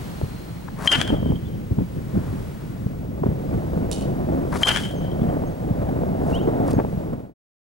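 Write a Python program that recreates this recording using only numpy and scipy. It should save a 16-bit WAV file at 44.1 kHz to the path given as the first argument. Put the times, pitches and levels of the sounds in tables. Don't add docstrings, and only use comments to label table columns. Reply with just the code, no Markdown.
import sys
import numpy as np
from scipy import signal
from scipy.fft import rfft, irfft, next_fast_len
from scipy.io import wavfile
from scipy.ndimage import uniform_filter1d, minimum_filter1d, map_coordinates

SR = 44100
rng = np.random.default_rng(int(sys.argv[2]) if len(sys.argv) > 2 else 0)


def wav_out(sig):
    wavfile.write(sys.argv[1], SR, np.round(np.clip(np.atleast_2d(sig).T, -1, 1) * 32767).astype(np.int16))


N = 339570
T = np.arange(N) / SR


def amp(db):
    return 10 ** (np.asarray(db) / 20)


def unit(x):
    return x / np.sqrt(np.mean(x ** 2) + 1e-20)


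def along(points, hz):
    f, v = np.transpose(points)
    return np.interp(np.log(hz + 1), np.log(f + 1), v)


def curve(points):
    s, value = np.transpose(points)
    return np.interp(T, s, value)


def random_offset(rate):
    knots = rng.standard_normal(int(N * rate / SR) + 4)
    return map_coordinates(knots, [T * rate / SR], order=2)


def filtered(x, response):
    n = x.shape[-1]
    m = next_fast_len(n + 8192)
    return irfft(rfft(x, m) * response(np.fft.rfftfreq(m, 1 / SR)), m)[..., :n]


def colour(x, spectrum):
    return unit(filtered(x, lambda hz: amp(along(spectrum, hz))))


def grains(n, spiky_db, width=0.24):
    size = np.repeat(rng.standard_normal(n // 32 + 1), 32)[:n]
    mid, side = rng.standard_normal((2, n)) * amp(spiky_db * size)
    return unit(np.array([mid + width * side, mid - width * side]))


def pan(db):
    return amp([[db / 2], [-db / 2]])


def bell(t, centre, spread):
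    return np.exp(-np.minimum(((t - centre) / spread / 2) ** 2, 50))


def add(track, s, sound):
    part = track[..., max(round(s * SR), 0):][..., :sound.shape[-1]]
    part += sound[..., :part.shape[-1]]


def field(x, db, t60):
    t = T[:SR]
    tail = rng.standard_normal((2, SR)) * amp(-60 * t / t60) * (1 - np.exp(-(t / 0.024) ** 2))
    return amp(db) * signal.fftconvolve(x, tail / np.linalg.norm(tail[0]), axes=1)[:, :N]


def burst(spectrum, t60, rough):
    t = T[:4096]
    cepstrum = irfft(np.log(amp(along(spectrum, np.fft.rfftfreq(len(t), 1 / SR)))))
    cepstrum[1:len(t) // 2] *= 2
    cepstrum[len(t) // 2 + 1:] = 0
    tail = rng.standard_normal(len(t)) * amp(-60 * t / t60)
    ragged = 1 + rough * rfft(tail) / np.linalg.norm(tail)
    out = irfft(np.exp(rfft(cepstrum)) * ragged)
    return out / np.linalg.norm(out) * np.sqrt(.004 * SR)


# (f/Hz, relative level/dB)
AIR_SPECTRUM = [(530, -2.5), (900, -4.5), (1020, -6.5), (3610, -16), (4160, -17.5), (7940, -21),
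                (9700, -20.5), (12900, -24.5), (14000, -22), (15000, -40)]
# (t/s, level/dB)
AIR_COURSE = [(0, -44), (.7, -50), (1.7, -52), (2.4, -48.5), (3.1, -54.5), (3.5, -50.5), (7, -52)]
WHINE_HZ = 15734


def air():
    mid, side = colour(rng.standard_normal((2, N)), AIR_SPECTRUM)
    side_tone = [(1000, 1.5), (4000, -2.5), (8000, -5.0), (12000, -41.5)]
    side = filtered(side, lambda hz: amp(along(side_tone, hz)))
    hiss = amp(curve(AIR_COURSE) + 0.83 * random_offset(5)) * np.array([mid + side, mid - side])
    insect_tone = [(3600, -38), (4100, 1.5), (4350, 2), (5000, -34)]
    insect = amp(-58.0) * bell(T, 0.28, 0.22) * colour(rng.standard_normal((2, N)), insect_tone)
    whine = amp(-55.5) * np.sin(2 * np.pi * WHINE_HZ * T + .4 * random_offset(12))
    return hiss + insect + whine


def puffs(count, life):
    kicks = np.bincount(rng.integers(0, N, count), rng.uniform(0.47, 1, count), N)
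    t = T[:SR // 10]
    return signal.fftconvolve(kicks, np.exp(-t / life) * (1 - np.exp(-t / 0.0022)))[:N]


HOWL_DB, HOWL_GROWS = -44, 1.37
HOWL_HZ, HOWL_HZ_PER_DB, HOWL_WIDTH_HZ = 617.3, 16, 178
HOWL_OFFSET_HZ = 55


def howl(strength_db):
    centre_hz = HOWL_HZ + HOWL_HZ_PER_DB * strength_db + HOWL_OFFSET_HZ * random_offset(9)
    narrow = filtered(rng.standard_normal((2, 2, N)), lambda hz: 1 / (1 + (hz / HOWL_WIDTH_HZ) ** 2))
    in_phase, quadrature = narrow
    phase = 2 * np.pi * np.cumsum(centre_hz) / SR
    band = in_phase * np.cos(phase) + quadrature * np.sin(phase)
    offset_gain = amp(2.5 * random_offset(11) + 1.2 * random_offset(45))
    return amp(HOWL_DB + HOWL_GROWS * strength_db) * unit(offset_gain * band)


# (t/s, strength level/dB)
WIND_COURSE = [(0.0, -47.5), (0.63, -50.5), (0.8, -48), (0.98, -37.5), (1.16, -36.5), (1.45, -53),
               (1.77, -47.5), (2.33, -42.5), (2.61, -47.5), (3.06, -41.5), (3.42, -36), (4.42, -32),
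               (4.81, -38.5), (5.3, -31), (5.54, -34.5), (6.66, -28), (6.83, -38.5), (7.05, -34)]
# (t/s, spread t/s, lift level/dB)
GUST_LIFTS = [(0.24, 0.0056, 11), (1.132, 0.016, 8), (1.247, 0.047, 3.5), (1.316, 0.026, 8),
              (1.51, 0.072, 8.5), (1.722, 0.0069, 15), (1.805, 0.014, 14), (2.166, 0.023, 11),
              (2.34, 0.046, 6), (1.98, 0.013, 7), (2.72, 0.079, 1), (2.86, 0.0089, -3), (3.3, 0.02, 5.5),
              (3.57, 0.015, 3.5), (3.81, 0.035, 2.5), (3.962, 0.0091, -6), (5.244, 0.025, 1.5),
              (5.56, 0.019, -8), (6.183, 0.014, -2.5), (6.79, 0.034, 6.5), (7.137, 0.0062, 9)]
# (f/Hz, relative level/dB)
BUFFET_SPECTRUM = [(12, -45), (20, -12.5), (59, -0.5), (165, 2), (450, -18.5), (580, -24.5), (990, -120)]
# (f/Hz, relative level/dB)
FLUTTER_SPECTRUM = [(140, -3.5), (265, 5.5), (420, -2), (650, -5.5), (900, -16), (1400, -23.5),
                    (2400, -36.5), (5000, -48.5)]
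# (f/Hz, relative level/dB)
EDDY_SPECTRUM = [(150, -8.5), (400, 14.5), (1000, -1.5), (2000, -25.5), (4000, -45), (8000, -53)]
# (t/s, level/dB, f/Hz)
EDDY_THUMPS = [(0.237, -11.5, 132), (0.99, -13.5, 158), (1.104, -16.5, 184), (1.128, -13, 234),
               (1.141, -21, 261), (1.228, -14.5, 165), (1.266, -15.5, 199), (1.306, -10, 171),
               (1.726, -15.5, 168), (1.788, -11, 180), (1.822, -11, 204), (2.16, -31.5, 143),
               (2.866, -10.5, 139), (3.224, -13.5, 175), (3.265, -11.5, 188), (3.29, -11.5, 127),
               (3.77, -13, 143), (3.829, -21.5, 175), (5.221, -11, 195), (5.256, -14.5, 195),
               (5.289, -14, 137), (5.334, -17.5, 168), (5.713, -9, 176), (6.741, -15, 207),
               (6.768, -9.5, 187), (6.785, -9, 255), (6.977, -14, 140), (7.13, -12.5, 176)]
# (t/s, level/dB)
EDDY_POPS = [(0.2143, -25.5), (1.104, -24.5), (1.1399, -22), (1.2297, -28), (1.2593, -25.5), (1.321, -24.5),
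             (1.787, -28), (2.868, -33.5), (3.2342, -26), (3.237, -20.5), (3.259, -27.5), (3.2644, -23),
             (3.6215, -30.5), (3.7754, -27.5), (4.204, -30), (4.378, -32.5), (5.4375, -27.5),
             (5.963, -28.5), (6.035, -24.5), (6.09, -29.5), (6.151, -32), (6.2, -36.5), (6.4145, -27),
             (6.4868, -22.5), (6.684, -22), (6.7382, -22.5), (6.7898, -18), (6.7997, -21), (6.8488, -22)]
# (f/Hz, level/dB)
SIDE_WIDTH = [(60, -8), (110, -8.5), (200, -3), (380, 1), (700, 4.5), (1290, 3), (2380, 1.5), (4400, -13),
              (8120, -8.5), (15000, -42)]
BREEZE_DB, BUFFET_KNEE_DB = -35, -31
BUFFET_DB, BUFFET_GROWS = -28, 0.47
FLUTTER_DB, FLUTTER_GROWS = -33, 1.2
STRAY_EDDY_DB, STRAY_EDDY_LIFE_S = -3, 0.0017
THUMP_SPREAD_S = 0.0018


def wind():
    flow_db = curve(WIND_COURSE) - BREEZE_DB
    lift_db = sum(db * bell(T, s, spread) for s, spread, db in GUST_LIFTS)
    rumble_flow_db = np.minimum(flow_db, BUFFET_KNEE_DB - BREEZE_DB)
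    buffet = amp(BUFFET_DB + BUFFET_GROWS * rumble_flow_db + lift_db)
    flutter = amp(FLUTTER_DB + FLUTTER_GROWS * flow_db + lift_db)
    strays = amp(STRAY_EDDY_DB) * flutter * puffs(count=40, life=STRAY_EDDY_LIFE_S)
    common_offset = random_offset(24)

    def noise(spectrum):
        return colour(rng.standard_normal((2, N)), spectrum)

    low_gain = amp(2.2 * common_offset + 1.1 * random_offset(62))
    low = buffet * unit(low_gain * noise(BUFFET_SPECTRUM))
    high_gain = amp(1.6 * common_offset + .8 * random_offset(9))
    high_puffs = .4 + puffs(count=600, life=0.0036)
    high = flutter * unit(high_gain * high_puffs * noise(FLUTTER_SPECTRUM))
    shared, own = low + high + howl(flow_db) + strays * noise(EDDY_SPECTRUM)
    t = T[:SR // 10] - .05
    for s, db, hz in EDDY_THUMPS:
        add(shared, s + t[0], amp(db) * bell(t, 0, THUMP_SPREAD_S) * np.sin(2 * np.pi * hz * t))
    for s, db in EDDY_POPS:
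        add(shared, s, amp(db) * burst(EDDY_SPECTRUM, t60=0.025, rough=.6))
    side = filtered(shared, lambda hz: .9j * amp(along(SIDE_WIDTH, hz)))
    own_tone = [(60, -12.5), (300, -13.0), (1000, -21.5)]
    side += filtered(own, lambda hz: amp(along(own_tone, hz)))
    return np.array([shared + side, shared - side])


# (t/s, length t/s, start f/Hz, end f/Hz, level/dB)
BIRD_NOTES = [(4.312, 0.047, 6400, 6430, -62), (4.942, 0.073, 6470, 6170, -54),
              (5.458, 0.036, 6350, 6470, -52.5), (6.323, 0.061, 2740, 3310, -32),
              (6.37, 0.034, 3650, 3730, -48.5), (6.422, .025, 6550, 6700, -56),
              (6.732, 0.037, 6550, 6300, -51)]
GLIDE_START, GLIDE_END = 0.225, .85


def birds():
    out = np.zeros((2, N))
    for s, length, start_hz, end_hz, db in BIRD_NOTES:
        u = np.linspace(0, 1, int(length * SR))
        glide = np.clip((u - GLIDE_START) / (GLIDE_END - GLIDE_START), 0, 1)
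        phase = 2 * np.pi * np.cumsum(start_hz + (end_hz - start_hz) * glide) / SR
        swell = np.abs(np.sin(np.pi * u)) ** 1.4
        whistle = np.sin(phase) + amp(-24) * np.sin(2 * phase)
        note = amp(db + 1.5 * random_offset(150)[:len(u)]) * swell * whistle
        for delay, echo_db in [(0, 0), (.05, -11.5), (.11, -20)]:
            add(out, s + delay, amp(echo_db) * note)
    return out + field(out, db=-10, t60=0.45)


# (t/s, level/dB, decay time t60/s)
CLACK_BLOWS = [(3.9147, -31.5, 0.026), (3.921, -30.5, 0.039), (3.9248, -33.5, 0.06), (3.938, -42, 0.2)]
# (f/Hz, bandwidth f/Hz, relative level/dB)
CLACK_MODES = [(2970, 59, -6), (3800, 110, -4), (4380, 37, -2.5), (5030, 91, -10), (5120, 30, -10),
               (5750, 81, -5.5), (5920, 44, -18), (6200, 63, 1), (7290, 28, -8), (7590, 96, -5.5),
               (8140, 38, -13), (8500, 31, -3), (9580, 75, -3.5), (10600, 32, -5)]


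def clack_response(f):
    total = 0
    for k, (centre, width, db) in enumerate(CLACK_MODES):
        resonance = 1j * f * width / (centre * centre - f * f + 1j * f * width)
        total = total + (-1) ** k * amp(db) * resonance
    return total / np.sqrt(np.mean(abs(total) ** 2))


# (f/Hz, relative level/dB)
CONTACT_SPECTRUM = [(2000, -26), (2600, -3.5), (2900, -1), (6500, 0.5), (10600, -5.5), (12000, -16),
                    (15000, -21)]
# (delay t/s, level/dB)
WALL_REPEATS = [(0.067, -12), (0.096, -7)]


def clack():
    blows = np.zeros(N)
    for s, db, t60 in CLACK_BLOWS:
        add(blows, s, amp(db - 60 * T[:SR // 2] / t60))
    ring = amp(-2) * filtered(blows * grains(N, spiky_db=0), clack_response)
    near = ring + blows * colour(grains(N, spiky_db=10), CONTACT_SPECTRUM)
    dull_tone = [(3100, 1.5), (3700, -5.5), (9000, -8.5)]
    dull = filtered(near, lambda hz: amp(along(dull_tone, hz)))
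    out = near * pan(db=-7.5) + field(near, db=-10.5, t60=0.47) + field(dull, db=-5, t60=0.7)
    for delay, db in WALL_REPEATS:
        add(out, delay, amp(db) * dull)
    return out


# (t/s, spread t/s, scuff level/dB, grit level/dB)
SOLE_SCRAPES = [(0.684, 0.0025, -36, -67.5), (0.79, 0.002, -40, -58), (0.806, 0.016, -38, -58),
                (0.896, 0.027, -28.5, -34), (2.237, 0.051, -52, -68), (2.512, 0.26, -55, -66),
                (4.528, 0.0033, -31.5, -55.5), (4.54, 0.0078, -34, -58), (4.556, 0.0073, -35, -56),
                (4.565, 0.0043, -43.5, -47), (4.668, 0.021, -23, -34), (4.715, 0.077, -51, -41.5),
                (6.302, 0.037, -49, -54), (6.698, 0.015, -40, -47), (6.796, 0.0071, -33.5, -75)]
# (t/s, level/dB)
SHARP_TICKS = [(0.7848, -50), (0.8224, -42), (0.8995, -40), (0.9152, -28.5), (0.9252, -29), (1.0235, -30.5),
               (4.5231, -42), (4.548, -44.5), (4.573, -31.5), (4.657, -15), (4.6835, -19.5),
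               (4.6928, -23.5), (4.702, -37.5), (6.3498, -46.5), (6.7082, -35.5), (6.731, -50)]
# (f/Hz, relative level/dB)
SCUFF_SPECTRUM = [(250, -2.5), (600, -4), (1050, -0.5), (1700, -6.5), (2800, -23.5), (6000, -53.5)]
# (f/Hz, relative level/dB)
GRIT_SPECTRUM = [(1000, -23.5), (2500, 3), (5000, 4), (7500, 3), (10500, 2.5), (13000, -7.5),
                 (16000, -27.5)]


def shoes():
    rubbing = sum(amp(db) * bell(T, s, spread) for s, spread, db, _ in SOLE_SCRAPES)
    scuff = rubbing * colour(grains(N, spiky_db=4), SCUFF_SPECTRUM)
    bright = sum(amp(db) * bell(T, s, spread) for s, spread, _, db in SOLE_SCRAPES)
    for s, db in SHARP_TICKS:
        add(bright, s, amp(db - 60 * T[:SR // 10] / 0.017))
    out = scuff * pan(db=9.0) + bright * colour(grains(N, spiky_db=5.0), GRIT_SPECTRUM)
    return out + field(out, db=-13.0, t60=0.33)


# (f/Hz, relative level/dB)
SPLASH_SPECTRUM = [(300, -8.5), (600, -4), (900, -6), (1150, -7), (1550, 2), (2000, -5.5), (2350, -6),
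                   (2750, -8.5), (3100, 2.5), (3800, -15), (6300, -17.5), (10000, -20), (12500, -36.5),
                   (15500, -45)]
# (t/s, level/dB, left-right level/dB)
BOARD_SLAPS = [(0.918, -12.5, 7.5), (0.927, -16, -2), (0.9559, -26, 5.5), (1.004, -28.5, 0),
               (1.0142, -13, 9.5), (1.077, -32, -2), (4.671, -15.5, 7.5), (4.6775, -24.5, 1),
               (4.684, -14, 1), (4.69, -17.5, 12), (4.715, -26.5, 10), (4.7615, -19.5, 3),
               (4.772, -24.5, 11), (4.785, -32, 1)]


def slaps():
    out = np.zeros((2, N))
    for s, db, side_db in BOARD_SLAPS:
        mid, side = (burst(SPLASH_SPECTRUM, t60=0.013, rough=2.5) for _ in range(2))
        add(out, s, amp(db) * (mid + .5 * np.array([side, -side])) * pan(side_db))
    return out


# (t/s, ring level/dB, crack level/dB, level/dB of the crack's echoes)
BAT_HITS = [(0.8748, 6, -6, -3), (4.633, 3, -4, -2)]
# (f/Hz, relative level/dB)
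STEP_SPECTRUM = [(800, -20.5), (1400, -2.5), (1700, -4), (2000, -3.5), (2550, -4.5), (2830, -3),
                 (3250, -11), (4000, -16.5), (9000, -38.5), (13000, -50.5)]
STEPS_DELAY_S, STEPS_HZ, STEPS_DB = 0.058, 288.4, -27


def steps():
    out, face = np.zeros((2, N)), burst(STEP_SPECTRUM, t60=.002, rough=0.12)
    for s, *_ in BAT_HITS:
        for k in range(9):
            gain = amp(STEPS_DB - .3 * k + rng.normal(0, 1))
            add(out, s + STEPS_DELAY_S + k / STEPS_HZ, gain * face * pan(db=14.0))
    return out


# (f/Hz, level/dB to the microphone, level/dB to the fences, decay time t60/s)
BARREL_MODES = [(909, -36.5, -17, 0.12), (1375, -31.5, -28.5, 0.073), (1570, -30.5, -27.5, 0.068),
                (3133, -1.5, 0.5, 0.073), (3380, -29, -24.5, 0.095), (4015, -20.5, -34.5, 0.05),
                (4830, -25, -22.5, 0.041)]
# (f/Hz, relative level/dB)
CRACK_SPECTRUM = [(300, -23), (600, -19), (950, -27), (1250, -14), (1600, 1), (2000, -4), (2350, -3),
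                  (2750, -9), (3100, 7.5), (3800, -11.5), (6000, -16), (10000, -21.5), (12500, -30.5),
                  (15500, -43)]
# (delay t/s, spread t/s, ping level/dB, crack level/dB, left-right level/dB, barrel speed towards it/(m/s))
FAR_SURFACES = [(.043, 0.0016, -10, 10, -2.5, -1), (0.054, 0.0064, -17.5, 9.5, -4, 3),
                (0.057, 0.0034, -15.5, -2, 4, -30.5), (0.072, .006, -19, -7, -1, 0.5),
                (0.118, 0.016, -26, 5.5, 3.5, 1.5), (0.143, 0.0098, -29, -7, 3.5, 28.5),
                (.19, 0.038, -38.5, -1, 4, 0.5), (.202, 0.0027, -29, -20, 4.5, 1.5),
                (.22, 0.0039, -28.5, -13, 4, 1), (.275, .007, -46, -22, 4.5, 26),
                (.415, 0.015, -44.5, -16.5, 3.5, -1.5), (0.482, 0.0017, -42, -25.5, 0, 3),
                (.583, 0.0042, -52, -43, 11, 34.5), (0.656, .002, -55.5, -43.5, 0, 0)]
SOUND_M_PER_S = 343
TWIN_HZ, TWIN_DB, TWIN_T60_S = 3182, -6.5, .13
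BEAT_TOP_S = 0.0023


def bat():
    out, t = np.zeros((2, N)), T[:SR // 4]
    hz, near_db, far_db, t60 = np.transpose(BARREL_MODES)
    onset = 1 - np.exp(-t / 0.00083)
    fading = amp(-60 * t / t60[:, None]) * onset

    def ping(db, speed):
        shifted_hz = hz[:, None] * (1 + speed / SOUND_M_PER_S)
        return amp(db) @ (fading * np.sin(2 * np.pi * shifted_hz * t))

    beat_hz = TWIN_HZ - hz[np.argmax(near_db)]
    twin_wave = np.sin(2 * np.pi * (TWIN_HZ * t - beat_hz * BEAT_TOP_S))
    twin = amp(TWIN_DB - 60 * t / TWIN_T60_S) * onset * twin_wave
    for s, ring_db, crack_db, _ in BAT_HITS:
        add(out, s, amp(ring_db) * (ping(near_db, 0) + twin) * pan(db=6.0))
        add(out, s, amp(crack_db) * burst(CRACK_SPECTRUM, t60=0.018, rough=0.84) * pan(db=7))
    splashes, middle = np.zeros((2, N)), t[-1] / 2
    for delay, spread, ping_db, splash_db, side_db, speed in FAR_SURFACES:
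        swell = bell(t, middle, spread)
        swell = swell / np.linalg.norm(swell) * pan(side_db)
        shifted = ping(far_db, speed)[None]
        for s, ring_db, _, echo_db in BAT_HITS:
            scatter = swell * grains(len(t), spiky_db=1.5, width=0.25)
            shimmer = signal.fftconvolve(shifted, scatter, axes=1)
            shimmer *= np.linalg.norm(shifted) / np.linalg.norm(shimmer, axis=1).mean()
            add(out, s + delay - middle, amp(ring_db + ping_db) * shimmer)
            add(splashes, s + delay - middle, amp(echo_db + splash_db) * swell)
    out += splashes * colour(grains(N, spiky_db=3, width=.6), SPLASH_SPECTRUM)
    out += steps() + slaps()
    return out + field(out, db=-26.5, t60=1.15)


def scene():
    return bat() + shoes() + clack() + birds() + wind() + air()


def limiter(x, ceiling_db, release_db_per_s):
    over = np.maximum(20 * np.log10(np.abs(x).max(axis=0) + 1e-9) - ceiling_db, 0)
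    cut = np.maximum.accumulate(over + release_db_per_s * T) - release_db_per_s * T
    return x * uniform_filter1d(minimum_filter1d(amp(-cut), size=25), size=25)


TOP_HZ = 16100


def record(dry):
    fade = np.interp(T, [6.97, 7.2, 7.34], [1, .4, 0])
    out = fade * limiter(dry, ceiling_db=-3.0, release_db_per_s=196.0)
    return filtered(out, lambda hz: hz < TOP_HZ)


dry = scene()
out = record(dry)
wav_out(out)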